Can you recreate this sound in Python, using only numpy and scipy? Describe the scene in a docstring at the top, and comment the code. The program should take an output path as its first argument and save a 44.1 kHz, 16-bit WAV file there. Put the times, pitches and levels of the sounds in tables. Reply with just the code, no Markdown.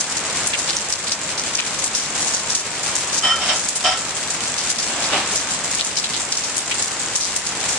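"""A garden in heavy rain. The far downpour is an even wash, drops patter on the nearer foliage,
and fat drips splat on the leaves and ground close by, a little to the left.
Some way off a piece of metal is scraped and clanks a few times; later something lands with a dull bump.
An automatic volume control ducks under each loud splat and creeps back, so the rain seems to pulse."""
import sys
import numpy as np
from scipy import signal
from scipy.fft import irfft, next_fast_len
from scipy.io import wavfile

SR = 44100
rng = np.random.default_rng(int(sys.argv[2]) if len(sys.argv) > 2 else 0)


def pcm_store(signal):
    """Save signal as 16-bit PCM."""
    levels = np.round(np.clip(np.atleast_2d(signal), -1, 1) * 32767)
    wavfile.write(sys.argv[1], SR, levels.astype(np.int16).T)


N = 343098

# Levels in the tables are relative: the functions add their own gains.
# How alike the left and right sides are (1 is identical): pitch_hz, likeness
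SIDE_LIKENESS = [(40, 0.99), (130, 1), (300, 0.99), (570, 0.96), (1000, 0.84), (1400, 0.63), (2200, 0.6),
                 (3200, 0.089), (5500, -0.11), (8000, -0.13), (11000, -0.19)]
# How much louder the left side is than the right: pitch_hz, difference_db
SIDE_BALANCE = [(300, 0.15), (1100, -0.5), (2200, -1), (3600, 1.2), (6400, 3.5), (8500, -0.5), (11000, -4)]
# Loudness of the far downpour: time_s, level_db
DOWNPOUR_LEVELS = [(0.0, -32.5), (0.41, -29.5), (0.97, -33), (3.51, -29.5), (3.64, -34.5), (4.94, -31.5),
                   (5.13, -28.5), (5.87, -34), (7.39, -32.5), (7.78, -30)]
# Tone of the far downpour: pitch_hz, level_db
DOWNPOUR_TONE = [(20, -32), (40, -16), (70, -5), (130, -1), (230, 1.5), (390, -0.5), (700, 2), (1200, 1.5),
                 (2400, 0), (3800, -4.5), (7500, -7.5), (11000, -31.5)]
# Loudness of the patter on the foliage: time_s, level_db
PATTER_LEVELS = [(0.0, -29.5), (0.71, -28), (1.08, -29.5), (3.79, -28), (3.96, -29), (5.29, -28),
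                 (7.78, -28.5)]
# Tone of the patter: pitch_hz, level_db
PATTER_TONE = [(800, -10.5), (1800, -8.5), (3000, -7), (4500, -4.5), (6000, -3), (7600, 1), (9000, -6),
               (11000, -19)]
# Fat drips close by: start_s, crack_db, pitch_hz, spray_db, spray_decay_s
NEAR_DRIPS = [(0.004, -7, 6850, -17, 0.027), (0.099, -8.5, 7200, -23, 0.026),
              (0.172, -7.0, 7100.0, -30, 0.026), (0.47, -15, 8300, -11, 0.017),
              (0.536, -1.5, 2700.0, -21, 0.016), (0.583, -21, 7100, -13, 0.027),
              (0.692, -6.5, 3850, -28, 0.028), (0.768, -3.5, 5900, -21, 0.033),
              (0.895, -15, 7100, -22, 0.048), (0.926, -4, 5700, -31, 0.019),
              (1.073, -9.5, 4250, -30, 0.021), (1.119, -22, 5530, -9.5, 0.014),
              (1.379, -12, 5650, -20.5, 0.027), (1.552, -4.5, 5900.0, -23, 0.038),
              (1.59, -5.5, 2620, -23, 0.024), (1.789, -13, 6740, -20, 0.04),
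              (1.841, -9.0, 7500, -11.5, 0.022), (1.947, -20, 6100, -13.5, 0.068),
              (2.204, -20, 6860, -19.0, 0.078), (2.271, -8.5, 6570, -20, 0.082),
              (2.337, -13.0, 6300, -15.0, 0.044), (2.499, -20, 6060, -15.0, 0.043),
              (2.55, -10, 6400, -11.5, 0.039), (2.832, -16, 7100.0, -18.5, 0.032),
              (2.955, -6.5, 7000.0, -16, 0.053), (3.13, -8, 6340, -17.0, 0.076),
              (3.181, -2, 6050, -24, 0.021), (3.558, -13, 6400.0, -19, 0.052),
              (3.688, -2.5, 7240, -22, 0.017), (3.757, -5, 7640, -14, 0.018),
              (4.304, -9, 6750, -18.5, 0.029), (4.58, -17, 5600, -18, 0.038),
              (4.701, -4, 7000, -11.5, 0.018), (4.788, -6.5, 5400, -18.5, 0.043),
              (5.04, -14, 5000.0, -20.5, 0.031), (5.318, -12.0, 7060, -19.0, 0.044),
              (5.358, -16, 6300, -14.0, 0.038), (5.507, -11.5, 7300, -33, 0.036),
              (5.713, -8, 7100, -26, 0.052), (5.797, -6.5, 3660, -28, 0.022),
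              (5.848, -7.5, 7100, -24, 0.018), (5.97, -9.5, 5170, -14.5, 0.025),
              (6.041, -8.5, 3830, -23, 0.018), (6.139, -13, 3670, -21.5, 0.027),
              (6.323, -7, 5450, -18, 0.023), (6.374, -6.5, 6360, -25, 0.031),
              (6.436, -15.0, 6000.0, -19, 0.04), (6.567, -5.5, 7800, -16.5, 0.04),
              (6.712, -17, 2540, -16.0, 0.017), (6.824, -4.5, 6800.0, -18.5, 0.039),
              (7.156, -8, 6950, -12, 0.035), (7.209, -6, 5700, -17, 0.068),
              (7.361, -10.0, 7740, -11.5, 0.018), (7.463, -13, 6700, -19.5, 0.042),
              (7.688, -12, 6860, -18.0, 0.099)]
# Scrapes on the metal: start_s, length_s, grating_db, ring_db, low_boost_db, squeal_boost_db
SCRAPES = [(3.222, 0.064, -17.5, -25, -4, 10), (3.295, 0.017, -33, -25, -17, 8),
           (3.4, 0.046, -21, -41, -1, 0), (3.478, 0.034, -16, -36.5, 11.5, 11),
           (3.834, .054, -15, -26, 4.5, 4), (3.909, 0.017, -22.5, -38, -25, -6)]
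# Tone of the grating: pitch_hz, level_db
GRATING_TONE = [(100, -14), (250, -11), (450, -15), (650, -4), (1300, -5), (2400, -4.5), (3250, 1),
                (4300, -9.5), (5450, 1), (7000, -21), (8000, -10), (11000, -39)]
# Notes the metal rings at: pitch_hz, level_db, tail_s (time to fall by 60 dB)
METAL_NOTES = [(735, 0, .24), (615, -7, .22), (1000, -7, .25), (1305, -3, .45), (1352, -3.5, .45),
               (1866, -4.5, .25), (3100, 0, .26), (5250, -8, .2), (5392, -3, .2), (8120, -10.5, .2)]
# A soft drag, then a dull bump: start_s, length_s, level_db
DRAG_AND_BUMP = [(4.882, 0.19, -30), (5.113, 0.04, -18.5)]
# Tone of the drag and bump: pitch_hz, level_db
BUMP_TONE = [(60, -27), (150, -25), (250, 5), (430, -0.5), (780, 5.5), (1000, 0), (1200, 5), (1800, -4),
             (2800, 4), (4300, -2), (9000, -21)]


def from_db(db):
    """Turns decibels into a factor to multiply by."""
    return np.exp(np.asarray(db) * np.log(10) / 20)


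def unit_power(x):
    """Scales a signal to an average power of 1."""
    return x / np.sqrt(np.mean(x ** 2) + 1e-20)


def level_curve(rows):
    """Joins (time_s, level_db) points into a gain for every sample."""
    time_s, level_db = np.transpose(rows)
    return from_db(np.interp(np.arange(N) / SR, time_s, level_db))


def at_hz(rows, hz):
    """Reads between a table's rows, on a scale of octaves."""
    pitch_hz, values = np.transpose(rows)
    return np.interp(np.log(hz + 1), np.log(pitch_hz + 1e-20), values)


def add(out, start_s, sound):
    """Mixes a sound in at its start time."""
    at = max(round(start_s * SR), 0)
    out[:, at:at + sound.shape[1]] += sound[:, :N - at]


def drift(rate_hz, size):
    """A smooth random wobble, typically about 1 in size."""
    step, settle = 40, 2000
    r = np.exp(-2 * np.pi * rate_hz * step / SR)
    noise = rng.standard_normal(size // step + settle + 2)
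    slow = signal.lfilter([1], [1, -2 * r, r * r], noise)[settle:]
    return np.interp(np.arange(size) / step, np.arange(len(slow)), unit_power(slow))


def surrounding_noise(tone, size):
    """Stereo noise from all around: alike on both sides in the bass, parting in the treble."""
    bins = next_fast_len(size, True) // 2 + 1
    hz, sides = np.linspace(0, SR / 2, bins), np.array([[1], [-1]])
    shared, opposed = rng.standard_normal((2, 2 * bins), dtype=np.float32).view(np.complex64)
    alike = np.clip(at_hz(SIDE_LIKENESS, hz), -.999, .999)
    spectrum = np.sqrt(1 + alike) * shared + np.sqrt(1 - alike) * opposed * sides
    gain = from_db(at_hz(tone, hz) + sides * at_hz(SIDE_BALANCE, hz) / 2)
    return unit_power(irfft(gain * spectrum)[:, :size])


def resonance(x, hz, width_hz):
    """Lets through a band around one pitch and weakens the rest."""
    r = np.exp(-np.pi * width_hz / SR)
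    feedback = [1, -(1 + r * r) * np.cos(2 * np.pi * hz / SR), r * r]
    return signal.lfilter(np.array([1, 0, -1]) * (1 - r * r) / 2, feedback, x)


def fade(x, seconds):
    """Spreads every spike into a dying tail with the same total."""
    r = np.exp(-1 / (seconds * SR))
    return signal.lfilter([1 - r], [1, -r], x + 1e-18)


def impacts(per_s, spread_db):
    """Energy of drops landing at random, many small and few large; it averages 1."""
    at = np.flatnonzero(rng.random(N) < per_s / SR)
    energy = np.zeros(N)
    energy[at] = from_db(spread_db * np.minimum(rng.exponential(1, N)[at], 3)) ** 2
    return energy / energy.mean()


def swell(t, length_s, rise_s, tail_s):
    """Builds up, holds while the contact lasts, then falls by 60 dB in tail_s."""
    return np.clip(t / rise_s, 0, 1) * from_db(-60 * np.maximum(t - length_s, 0) / tail_s)


def downpour():
    """Far rain blends into an even wash of noise."""
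    return level_curve(DOWNPOUR_LEVELS) * surrounding_noise(DOWNPOUR_TONE, N)


def patter(tick_s=0.001, scatter_share=0.56, scatter_s=0.02):
    """Drops tick and the leaves around scatter the sound; small drops tick high, big ones broad."""
    def ticks(energy):
        return np.sqrt((1 - scatter_share) * fade(energy, tick_s)
                       + scatter_share * fade(energy, scatter_s))

    noise = surrounding_noise(PATTER_TONE, N)
    high = resonance(noise, hz=7300, width_hz=2200)
    big = impacts(per_s=550, spread_db=6.5)
    small = impacts(per_s=390, spread_db=16)
    return level_curve(PATTER_LEVELS) * (high * ticks((big + small) / 2) + (noise - high) * ticks(big))


def drips(tick_s=0.00019, gap_s=0.0032, spray_rise_s=0.0059, direct_share=0.27, droplets=8):
    """A drip touches, cracks and echoes off something near, then throws droplets and fine spray."""
    size, lead = SR // 5, 3  # in samples
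    out, t = np.zeros((2, N)), np.arange(size) / SR
    # the spray is a shower of tiny ticks
    shower = fade(impacts(per_s=2600, spread_db=3), 0.00036)
    for start_s, crack_db, pitch_hz, spray_db, decay_s in NEAR_DRIPS:
        # the hits in order: touch, crack, echo, then the droplets
        hit_s = np.r_[gap_s * np.arange(3), 2 * gap_s + decay_s * rng.uniform(0, 1.5, droplets)]
        hit_db = crack_db + np.r_[-4, 3, 1, 3 * rng.standard_normal(droplets)]
        hit_gain = from_db(hit_db) * np.exp(-hit_s / (2 * decay_s))
        hits = np.bincount((hit_s * SR).astype(int), hit_gain ** 2, size)[:size]
        spray = from_db(spray_db + 0.8) * np.minimum(t / spray_rise_s, 1) * np.exp(-(t - gap_s) / decay_s)
        spray_energy = spray ** 2 * np.roll(shower, -int(start_s * SR))[:size]
        # direct sound reaches the left first; what the leaves scatter differs between the sides
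        noise = rng.standard_normal((3, size + lead))
        direct, scattered = np.array([noise[2, lead:], noise[2, :size]]), noise[:2, :size]
        splat = np.sqrt(direct_share) * direct + np.sqrt(1 - direct_share) * scattered
        splat *= np.sqrt(fade(hits, tick_s) * tick_s * SR + spray_energy)
        # the leaf rings broadly around its pitch and gives off little below it
        width_hz = low_cut_hz = 0.37 * pitch_hz
        leaf = resonance(splat, pitch_hz, width_hz) * np.sqrt(SR / (np.pi * width_hz))
        add(out, start_s - gap_s, signal.lfilter(*signal.butter(2, low_cut_hz, "high", fs=SR), leaf))
    softened = signal.lfilter(*signal.butter(2, 9000, fs=SR), out)
    return softened * from_db([[1], [-1]])  # a little to the left


def scraped_metal(blur_hz=20, flicker_db=2.5, rise_s=0.021):
    """Scrapes grate and set the metal ringing; garden echoes blur each note in pitch and level."""
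    size = 65536
    t = SCRAPES[0][0] + np.arange(size) / SR
    grating = sum(from_db(grating_db) * swell(t - start_s, length_s, rise_s, tail_s=0.23)
                  for start_s, length_s, grating_db, *_ in SCRAPES)
    out = grating * surrounding_noise(GRATING_TONE, size)
    for pitch_hz, note_db, tail_s in METAL_NOTES:
        # where the metal is touched decides how much the low notes and the squeal get
        is_low, is_squeal = pitch_hz < 850, 2500 < pitch_hz < 4000
        ring = sum(from_db(ring_db + is_low * low_db + is_squeal * squeal_db)
                   * swell(t - start_s, length_s, rise_s, tail_s)
                   for start_s, length_s, _, ring_db, low_db, squeal_db in SCRAPES)
        left_phase = 2 * np.pi * np.cumsum(pitch_hz + blur_hz * drift(63, size)) / SR
        right_phase = left_phase + 0.45 * drift(27, size)
        note = np.sqrt(2) * np.sin([left_phase, right_phase])
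        out += ring * from_db(note_db + flicker_db * drift(100, size)) * note
    return out * from_db([[-0.5], [0.5]])  # slightly to the right


def bump():
    """Something a bit hollow is shifted and set down far off; the garden smears it into a soft burst."""
    t = DRAG_AND_BUMP[0][0] + np.arange(SR) / SR
    loudness = sum(from_db(level_db) * swell(t - start_s, length_s, rise_s=0.018, tail_s=0.47)
                   for start_s, length_s, level_db in DRAG_AND_BUMP)
    burst = loudness * surrounding_noise(BUMP_TONE, SR)
    hollow_ring = resonance(burst, hz=765, width_hz=70)
    return burst + from_db(-2) * hollow_ring


def volume_control(x, threshold_db=-19.5, cut_share=0.84, recover_db_per_s=14):
    """The treble of a loud splat pushes the volume down at once; then it creeps back up."""
    treble = signal.sosfilt(signal.butter(2, 4000, "high", fs=SR, output="sos"), x)
    treble_db = 10 * np.log10(fade(np.mean(treble ** 2, axis=0), seconds=0.008) + 1e-12)
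    cut_db = cut_share * np.maximum(treble_db - threshold_db, 0)
    recovery_db = recover_db_per_s * np.arange(N) / SR
    held_cut_db = np.maximum.accumulate(cut_db + recovery_db) - recovery_db
    return x * from_db(-fade(held_cut_db, seconds=0.0015))


def scene(rain_db=4):
    """Rain at three distances, with the scraped metal and the bump behind it."""
    out = from_db(rain_db) * (downpour() + patter()) + drips()
    add(out, SCRAPES[0][0], scraped_metal())
    add(out, DRAG_AND_BUMP[0][0], bump())
    return out


def record(dry, low_cut_hz=39, clip_level=0.82, top_cut_hz=11000):
    """The deepest bass is lost, loud sounds duck the volume, peaks clip and the top is cut steeply."""
    trimmed = signal.sosfilt(signal.butter(2, low_cut_hz, "high", fs=SR, output="sos"), dry)
    clipped = np.clip(volume_control(trimmed), -clip_level, clip_level)
    return signal.sosfilt(signal.ellip(10, .3, 75, top_cut_hz, fs=SR, output="sos"), clipped)


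dry = scene()
out = record(dry)
pcm_store(out)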